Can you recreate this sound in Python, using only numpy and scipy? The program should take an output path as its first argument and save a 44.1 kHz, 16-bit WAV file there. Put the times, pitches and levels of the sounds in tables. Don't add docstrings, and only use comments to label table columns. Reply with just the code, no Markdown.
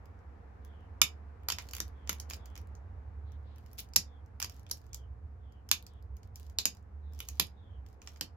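import sys
import numpy as np
from scipy import signal
from scipy.fft import rfft, irfft
from scipy.io import wavfile
from scipy.ndimage import uniform_filter1d

SR = 44100
rng = np.random.default_rng(int(sys.argv[2]) if len(sys.argv) > 2 else 0)


def generate_wav(signal):
    frames = np.transpose(np.atleast_2d(signal))
    scaled = np.clip(frames, -1, 1) * 32767
    pcm = np.round(scaled).astype(np.int16)
    wavfile.write(sys.argv[1], SR, pcm)


N = 368676
TIME = np.arange(N) / SR

# (time [s], crack level [dB], thud re crack [dB], knock re crack [dB],
# plate ring re crack [dB], top re crack [dB], flake pitch [Hz], crack duration [s])
FLAKE_SNAPS = [(1.0156, -16.5, -27.5, -12, -4.5, -4, 2600, 0.0035),
               (1.4851, -31.5, -21, -5.5, -13, 0, 4740, 0.0034),
               (1.5006, -31, -32, -9, -3.5, -9, 4680, 0.0032),
               (1.5198, -32, -19, -12, -7, -8.5, 5260, 0.0056),
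               (1.5848, -39, -26, -2.5, -6.5, -11.5, 2280, .0011),
               (1.802, -31.5, -17, -12, -17.5, -5.5, 5900, 0.0024),
               (2.093, -30, -14.5, -7.5, -6.5, -2, 6200, 0.0051),
               (2.3077, -45, -9, -2, -3, -7, 5000, 0.0034),
               (3.9596, -16.5, -26.5, -20, -18.5, -5.5, 5160, 0.0066),
               (4.4002, -40.5, -23.5, -7.5, -6, 0.5, 5340, 0.004),
               (4.4256, -31, -28, -13.5, -10.5, -7.5, 5060, 0.0018),
               (4.4437, -39, -18, -10, -8, -4.5, 5150, .0036),
               (4.7116, -31, -23.5, -21, -25, -2.5, 5500, 0.0055),
               (5.7134, -20.5, -28.5, -12, -4, -3, 1690, 0.003),
               (6.586, -25.5, -26.5, -21.5, -8.5, -9.5, 4180, 0.0011),
               (6.6542, -22, -21.5, -19.5, -14, -6, 7000, 0.0023),
               (7.2024, -45, -18, -6, 2.5, 2.5, 3600, 0.003), (7.397, -23, -15.5, -13, -5, 0, 3600, 0.0033),
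               (8.21, -32, -14, -13.5, -9, -6, 4470, .0024)]
# (time [s], level [dB], body re level [dB], top re level [dB])
GRAIN_TICKS = [(.056, -70.5, -3, -1), (.19, -78, -15.5, -11), (0.648, -66, -5, 3), (1.433, -78, 6, 3),
               (1.687, -52, -8.5, -7), (1.71, -51, -14, -6), (1.7338, -43.5, -2.5, 0),
               (1.7496, -43.5, -10, -1), (1.7655, -45.5, -4.5, -1), (1.782, -55.5, 3, 5),
               (2.074, -51, -4.5, -13), (2.128, -46.5, -1.5, 1.5), (2.1991, -41.5, -17, -5.5),
               (2.2991, -44.5, -13, -4), (2.334, -42.5, -8.5, -13), (2.457, -56, -12, -3),
               (2.554, -56, 0, -5), (2.563, -56.5, -3, -20), (2.576, -52.5, -5.5, -3),
               (2.751, -61, -16, -14), (3.319, -69.5, -10, -4), (3.582, -70, 0.5, 5),
               (3.661, -66.5, -4, -3), (3.731, -65.5, -10, 9), (3.786, -51, -8.5, 6), (3.802, -58, -10, 15),
               (3.935, -50, -14, -13), (4.26, -73.5, -12.5, -5), (4.4167, -42.5, -4, -7),
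               (4.496, -51.5, -7.5, -4), (4.665, -64, 4, -13), (4.697, -58, -5, -5), (4.931, -47, -17, -12),
               (4.944, -41.5, -18, -4.5), (5.522, -72.5, -12, -5), (5.689, -49, -10.5, -6),
               (5.865, -52.5, -13, -7), (6.167, -64, -9.5, -0.5), (6.231, -63.5, -7, -8),
               (6.357, -51, -14, 0), (6.497, -63.5, -7, -3), (6.769, -64.5, -11, -8), (7.134, -65, -10, 1),
               (7.19, -54, -8, -1), (7.2862, -40.5, -12, -2.5), (7.863, -66, -2, -6.5),
               (8.017, -56.5, -4, -13.5), (8.0729, -45.5, -4.5, -31), (8.16, -61, -4, -18)]
# (time [s], length [s], level [dB])
TIP_SCRAPES = [(1.522, .2, -66), (1.724, .1, -61), (2.103, 0.04, -63), (2.284, 0.082, -51),
               (3.548, 0.34, -77), (3.776, 0.039, -40.5), (4.431, 0.21, -69.5), (4.781, .15, -76.5),
               (6.328, .18, -69), (7.081, 0.42, -66), (7.848, .12, -78), (8.007, 0.21, -67)]
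# (frequency [Hz], width [Hz], boost [dB])
STONE_RESONANCES = [(1033.5, 400, 4), (2480, 260, 2.5), (3010, 410, 3.5), (5310, 1800, 2.5),
                    (6860, 600, 4.5)]
# (frequency [Hz], amplitude re unit impulse [dB], 60 dB decay time [s])
RINGING_MODES = [(2408, -51.5, .12), (2460, -52, 0.12), (2616, -53, 0.082), (3140, -55.5, .06),
                 (3265, -54, .09), (4980, -57.5, 0.17), (4840, -50, 0.07), (5540, -54.5, 0.066),
                 (5990, -55.5, .08), (6720, -56, .06)]
# (frequency [Hz], 60 dB decay time [s])
ROOM_DECAY = [(200, 0.17), (530, .2), (1400, 0.16), (3700, 0.14), (6000, 0.14), (13000, 0.11)]
# (frequency [Hz], level re direct sound [dB])
ROOM_STRENGTH = [(200, 0.5), (1000, -12), (2500, -5), (5000, -7.5), (7500, -11), (9000, -13), (12000, -8),
                 (16000, -18)]
# (frequency [Hz], left-right likeness [-1 to 1])
STEREO_LIKENESS = [(60, 0.91), (200, 1), (600, 0), (2000, 0.064), (8000, 0.00049)]
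# (time [s], length [s], level [dB])
SOFT_RUSTLES = [(1.453, 0.27, -70), (2.053, 0.54, -69), (2.5, 0.81, -71), (8.0, .25, -73.5)]
# (time [s], level [dB])
HUM_SWELL = [(0, -50), (2.5, -46.5), (2.75, -45), (3.3, -44), (3.7, -53), (4.0, -48.5), (4.8, -51),
             (5.18, -44.5), (5.6, -51.5), (6.0, -48.5), (6.12, -44), (6.4, -45), (6.6, -52), (7.2, -45.5),
             (7.55, -51.5), (7.78, -44), (8.0, -56), (8.27, -50.5)]
# (frequency [Hz], width of each of two passes [Hz], relative level before summing [dB])
HUM_RESONANCES = [(65.1, 5.3, -2.5), (73.04, 4.4, 0.5), (88.26, 14, -5), (111, 10, -20)]
# (time [s], pitch [Hz], level [dB])
MOTOR_COURSE = [(2.9, 96, -78.5), (3.3, 106, -56), (3.9, 116, -65.5), (4.5, 120, -64), (5.2, 115, -61),
                (6.0, 114, -67), (6.6, 111, -73)]
# (time [s], level [dB])
AIR_COURSE = [(0, -64.5), (1.4, -64.5), (2.4, -63.5), (2.9, -65.5), (4.5, -66.5), (5.3, -67.5), (8.36, -67)]
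# (frequency [Hz], relative density [dB per Hz])
AIR_SPECTRUM = [(76, -32.5), (130, -10), (195, -1.5), (235, -7), (270, -4.5), (322, -8.5), (356, -11),
                (453, -5), (625, -13.5), (692, -8), (1780, -19.5), (2320, -26.5), (3260, -37.5),
                (5850, -41.5), (9290, -47.5), (11600, -48.5), (16000, -57)]
# (time [s], length [s], start pitch [Hz], width [Hz], level [dB])
FALLING_WHISTLES = [(0.603, 0.32, 3630, 420, -79), (1.914, 0.24, 3570, 300, -79.5),
                    (2.355, 0.23, 3700, 420, -76.5), (3.242, 0.15, 3850, 1000, -79),
                    (3.424, 0.21, 3870, 1500, -78), (4.03, 0.2, 3770, 280, -79),
                    (4.884, 0.22, 3550, 280, -77), (5.38, .28, 3580, 380, -81.5),
                    (5.839, 0.2, 3670, 700, -79.5), (7, 0.25, 4030, 400, -81.5),
                    (7.52, .32, 3850, 340, -77.5)]

STRAY_TICKS_PER_S, STRAY_OVER_GRIT_DB, STRAY_SCATTER_DB, STRAY_LOUDEST_DB = 13, 6, 0.5, -66.5
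CRACK_RISE_S, LEFT_LAG_S = .0004, .00007
WHISTLE_FALL_OCTAVES_PER_S = 1.3
CUTOFF_HZ = 16300
TINY = 1e-18


def from_db(db):
    return 10 ** (np.asarray(db) / 20)


def rms_one(x):
    return x / np.sqrt(np.mean(x ** 2) + 1e-30)


def at_hz(points, hz):
    freqs, values = np.transpose(points)
    return np.interp(np.log(hz), np.log(freqs), values)


def band(x, low_hz, high_hz, order=2):
    edges = [low_hz, min(high_hz, .48 * SR)]
    return signal.sosfilt(signal.butter(order, edges, "band", fs=SR, output="sos"), x)


def resonate(x, hz, width_hz):
    r = np.exp(-np.pi * width_hz / SR)
    numerator = np.array([1, 0, -1]) * (1 - r * r) / 2
    return signal.lfilter(numerator, [1, -2 * r * np.cos(2 * np.pi * hz / SR), r * r], x)


def pair(noise, alike):
    alike = np.clip(alike, -.99, .99)
    shared = np.sqrt(1 + alike) * noise[0]
    opposed = np.sqrt(1 - alike) * noise[1] * np.array([[1], [-1]])
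    return (shared + opposed) / np.sqrt(2)


def pan(db):
    return from_db(np.array([[db], [-db]]) / 2)


def add(out, s, sound):
    at = int(np.clip(round(s * SR), 0, N - 1))
    out[:, at:at + sound.shape[-1]] += sound[..., :N - at]


def fade_ends(n):
    return signal.windows.tukey(n, .6)


def snaps(body_pan_db=-3.5, crack_pan_db=-1.5):
    out = np.zeros((2, N))
    for s, db, thud_db, knock_db, plate_db, top_db, flake_hz, duration in FLAKE_SNAPS:
        body_zones = [(151, 620, db + thud_db, .85), (786, 2100, db + knock_db, 0.5),
                      (2310, 3900, db + plate_db, 0.74)]
        body = pan(body_pan_db) * fracture(duration, body_zones, flake_hz)
        crack = pan(crack_pan_db) * fracture(duration, [(3920, 7610, db, 0.26)], flake_hz)
        top = fracture(duration, [(10370, 14000, db + top_db, .25)], flake_hz)
        add(out, s, body + crack + top)
    return out


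def fracture(duration, zones, flake_hz, flake_width_hz=420, flake_db=7.5,
             jerk_db=5.0, after_db=-17, after_s=0.015):
    t = np.arange(1500) / SR
    main_push = np.exp(-(t / max(duration, .0003)) ** 3)
    faint_tail = from_db(after_db) * np.exp(-t / after_s)
    rise = 1 - np.exp(-(t / CRACK_RISE_S) ** 2)
    jerks = (main_push + faint_tail) * rise * from_db(jerk_db * rng.standard_normal(len(t)))
    peaks = list(STONE_RESONANCES) + [(flake_hz, flake_width_hz, flake_db)]
    out = 0
    for low_hz, high_hz, db, alike in zones:
        burst = pair(rng.standard_normal((2, len(t))), alike) * jerks
        for hz, width_hz, boost_db in peaks:
            burst = burst + (from_db(boost_db) - 1) * resonate(burst, hz, width_hz)
        burst = band(burst, low_hz, high_hz, order=3)
        burst_rms = np.sqrt(np.sum(burst ** 2, axis=1, keepdims=True) / (.006 * SR))
        out = out + from_db(db) * burst / burst_rms
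    late_left = np.interp(t - LEFT_LAG_S, t, out[0])
    return np.array([late_left, out[1]])


def ticks():
    out = np.zeros((2, N))
    for s, db, body_db, top_db in GRAIN_TICKS:
        add(out, s, tick(db, body_db, top_db))
    for s, length, grit_db in TIP_SCRAPES:
        count = max(1, round(length * STRAY_TICKS_PER_S))
        mean_db = min(grit_db + STRAY_OVER_GRIT_DB, STRAY_LOUDEST_DB)
        for k in range(count):
            when = s + length * (k + rng.random()) / count
            add(out, when, tick(mean_db + STRAY_SCATTER_DB * rng.standard_normal()))
    return out


def tick(db, body_db=-10, top_db=-3, duration=0.0029, knock_db=-5, pan_db=-1.0):
    zones = [(650, 1700, db + body_db + knock_db, 0.51), (1880, 3600, db + body_db, 0.17),
             (4243, 8230, db, 0.16), (10280, 15500, db + top_db, 0.36)]
    return pan(pan_db) * fracture(duration, zones, flake_hz=rng.uniform(4200, 6500))


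def crumbs(count=3, spread_s=0.042, below_db=-14, scatter_db=3, loudest_db=-46):
    clicks = np.zeros((2, N))
    for s, db, *_ in list(GRAIN_TICKS) + list(FLAKE_SNAPS):
        delays = rng.exponential(spread_s, count)
        sizes, sides = rng.standard_normal((2, count))
        for delay, size, side in zip(delays, sizes, sides):
            grain = rng.standard_normal((2, 40)) * np.hanning(40) * 4
            gain = from_db(min(db, loudest_db) + below_db + scatter_db * size)
            add(clicks, s + delay, grain * pan(2 * side) * gain)
    return band(clicks + TINY, 3500, 15000)


def scrapes(grains_per_s=1500, scatter_db=5.0, top_db=-4):
    grit = np.zeros((2, N))
    for s, length, db in TIP_SCRAPES:
        n = int(length * SR)
        hits = rng.random(n) < grains_per_s / SR
        sizes = hits * from_db(scatter_db * np.minimum(rng.exponential(1, n), 3))
        grains = sizes * rng.standard_normal((2, n)) * fade_ends(n)
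        add(grit, s, from_db(db) * rms_one(grains))
    grit = grit + TINY
    return band(grit, 2700, 6800) + from_db(top_db) * band(grit, 10230, 15000)


def stone_ring(x):
    out = 0
    for hz, db, t60 in RINGING_MODES:
        r, w = from_db(-60 / (t60 * SR)), 2 * np.pi * hz / SR
        mode = signal.lfilter([0, np.sin(w)], [1, -2 * r * np.cos(w), r * r], x + TINY)
        out = out + from_db(db) * mode
    return out


def room(x, first_s=0.00033, build_s=.003, lumpy_db=0.5):
    t = np.arange(int(.4 * SR)) / SR
    edges = np.geomspace(110, 17000, 19)
    build_up = 1 - np.exp(-np.maximum(t - first_s, 0) / build_s)
    onset = build_up * from_db(lumpy_db * rng.standard_normal(len(t)))
    response = 0
    for low, high in zip(edges, edges[1:]):
        hz = np.sqrt(low * high)
        decay = onset * from_db(-60 * t / at_hz(ROOM_DECAY, hz))
        noise = pair(rng.standard_normal((2, len(t))), at_hz(STEREO_LIKENESS, hz))
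        tail = noise * decay / np.linalg.norm(decay)
        response = response + from_db(at_hz(ROOM_STRENGTH, hz)) * band(tail, low, high)
    return signal.fftconvolve(x, response, axes=1)[:, :N]


def rustles(low_hz=500, high_hz=1050):
    out = np.zeros((2, N))
    for s, length, db in SOFT_RUSTLES:
        n = int(length * SR)
        rub = band(pair(rng.standard_normal((2, n)), 0.18), low_hz, high_hz) * fade_ends(n)
        add(out, s, from_db(db) * rms_one(rub))
    return out


def hum(evenness=0.38, rumble_db=-17):
    white = rng.standard_normal(N + SR)
    drone = 0
    for hz, width_hz, db in HUM_RESONANCES:
        mode = resonate(resonate(white, hz, width_hz), hz, width_hz)[SR:]
        drone = drone + from_db(db) * rms_one(mode)
    beating = np.sqrt(uniform_filter1d(drone ** 2, size=4000))
    swell = from_db(np.interp(TIME, *np.transpose(HUM_SWELL)))
    drone = rms_one(drone / beating ** evenness) * swell
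    rumble = rms_one(band(pair(rng.standard_normal((2, N)), 0.23), 25, 69))
    rumble = rumble * np.std(drone) * from_db(rumble_db)
    return (drone + rumble) * pan(-3.0)


def motor():
    s, hz, db = np.transpose(MOTOR_COURSE)
    note = np.sin(2 * np.pi * np.cumsum(np.interp(TIME, s, hz)) / SR)
    return rms_one(note) * from_db(np.interp(TIME, s, db))


def air(usual_db=-66, brighten_per_db=0.13):
    hz = np.maximum(np.fft.rfftfreq(N, 1 / SR), 1)
    spectrum = pair(rfft(rng.standard_normal((2, N))), at_hz(STEREO_LIKENESS, hz))
    rush = irfft(spectrum * from_db(at_hz(AIR_SPECTRUM, hz)), N)
    rush = rush / np.std(band(rush, 300, 2000).mean(axis=0))
    db = np.interp(TIME, *np.transpose(AIR_COURSE))
    rush = rush + brighten_per_db * (db - usual_db) * band(rush, 980, 4500, order=1)
    return rush * from_db(db) * pan(0.66)


def whistles():
    out = np.zeros((2, N))
    for s, length, start_hz, width_hz, db in FALLING_WHISTLES:
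        n = int(length * SR)
        pitch_hz = start_hz * 2 ** (-WHISTLE_FALL_OCTAVES_PER_S * TIME[:n])
        phase = 2 * np.pi * np.cumsum(pitch_hz) / SR
        low_pass = signal.butter(2, width_hz / 2, fs=SR, output="sos")
        blur = signal.sosfilt(low_pass, rng.standard_normal((2, 2, n)))
        tone = (blur[0] * np.cos(phase) + blur[1] * np.sin(phase)) * fade_ends(n)
        add(out, s, from_db(db) * rms_one(tone))
    return out


def scene(work_pan_db=-0.86):
    breaks = (snaps() + ticks() + crumbs() + scrapes()) * pan(work_pan_db)
    work = breaks + stone_ring(breaks)
    return work + room(work) + rustles() + hum() + motor() + air() + whistles()


def record(dry, notch_hz=9050, notch_width_hz=1400, depth=0.85):
    coloured = dry - depth * resonate(dry.mean(axis=0), notch_hz, notch_width_hz)
    low_pass = signal.ellip(10, .2, 80, CUTOFF_HZ, fs=SR, output="sos")
    return signal.sosfilt(low_pass, coloured)


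dry = scene()
out = record(dry)
generate_wav(out)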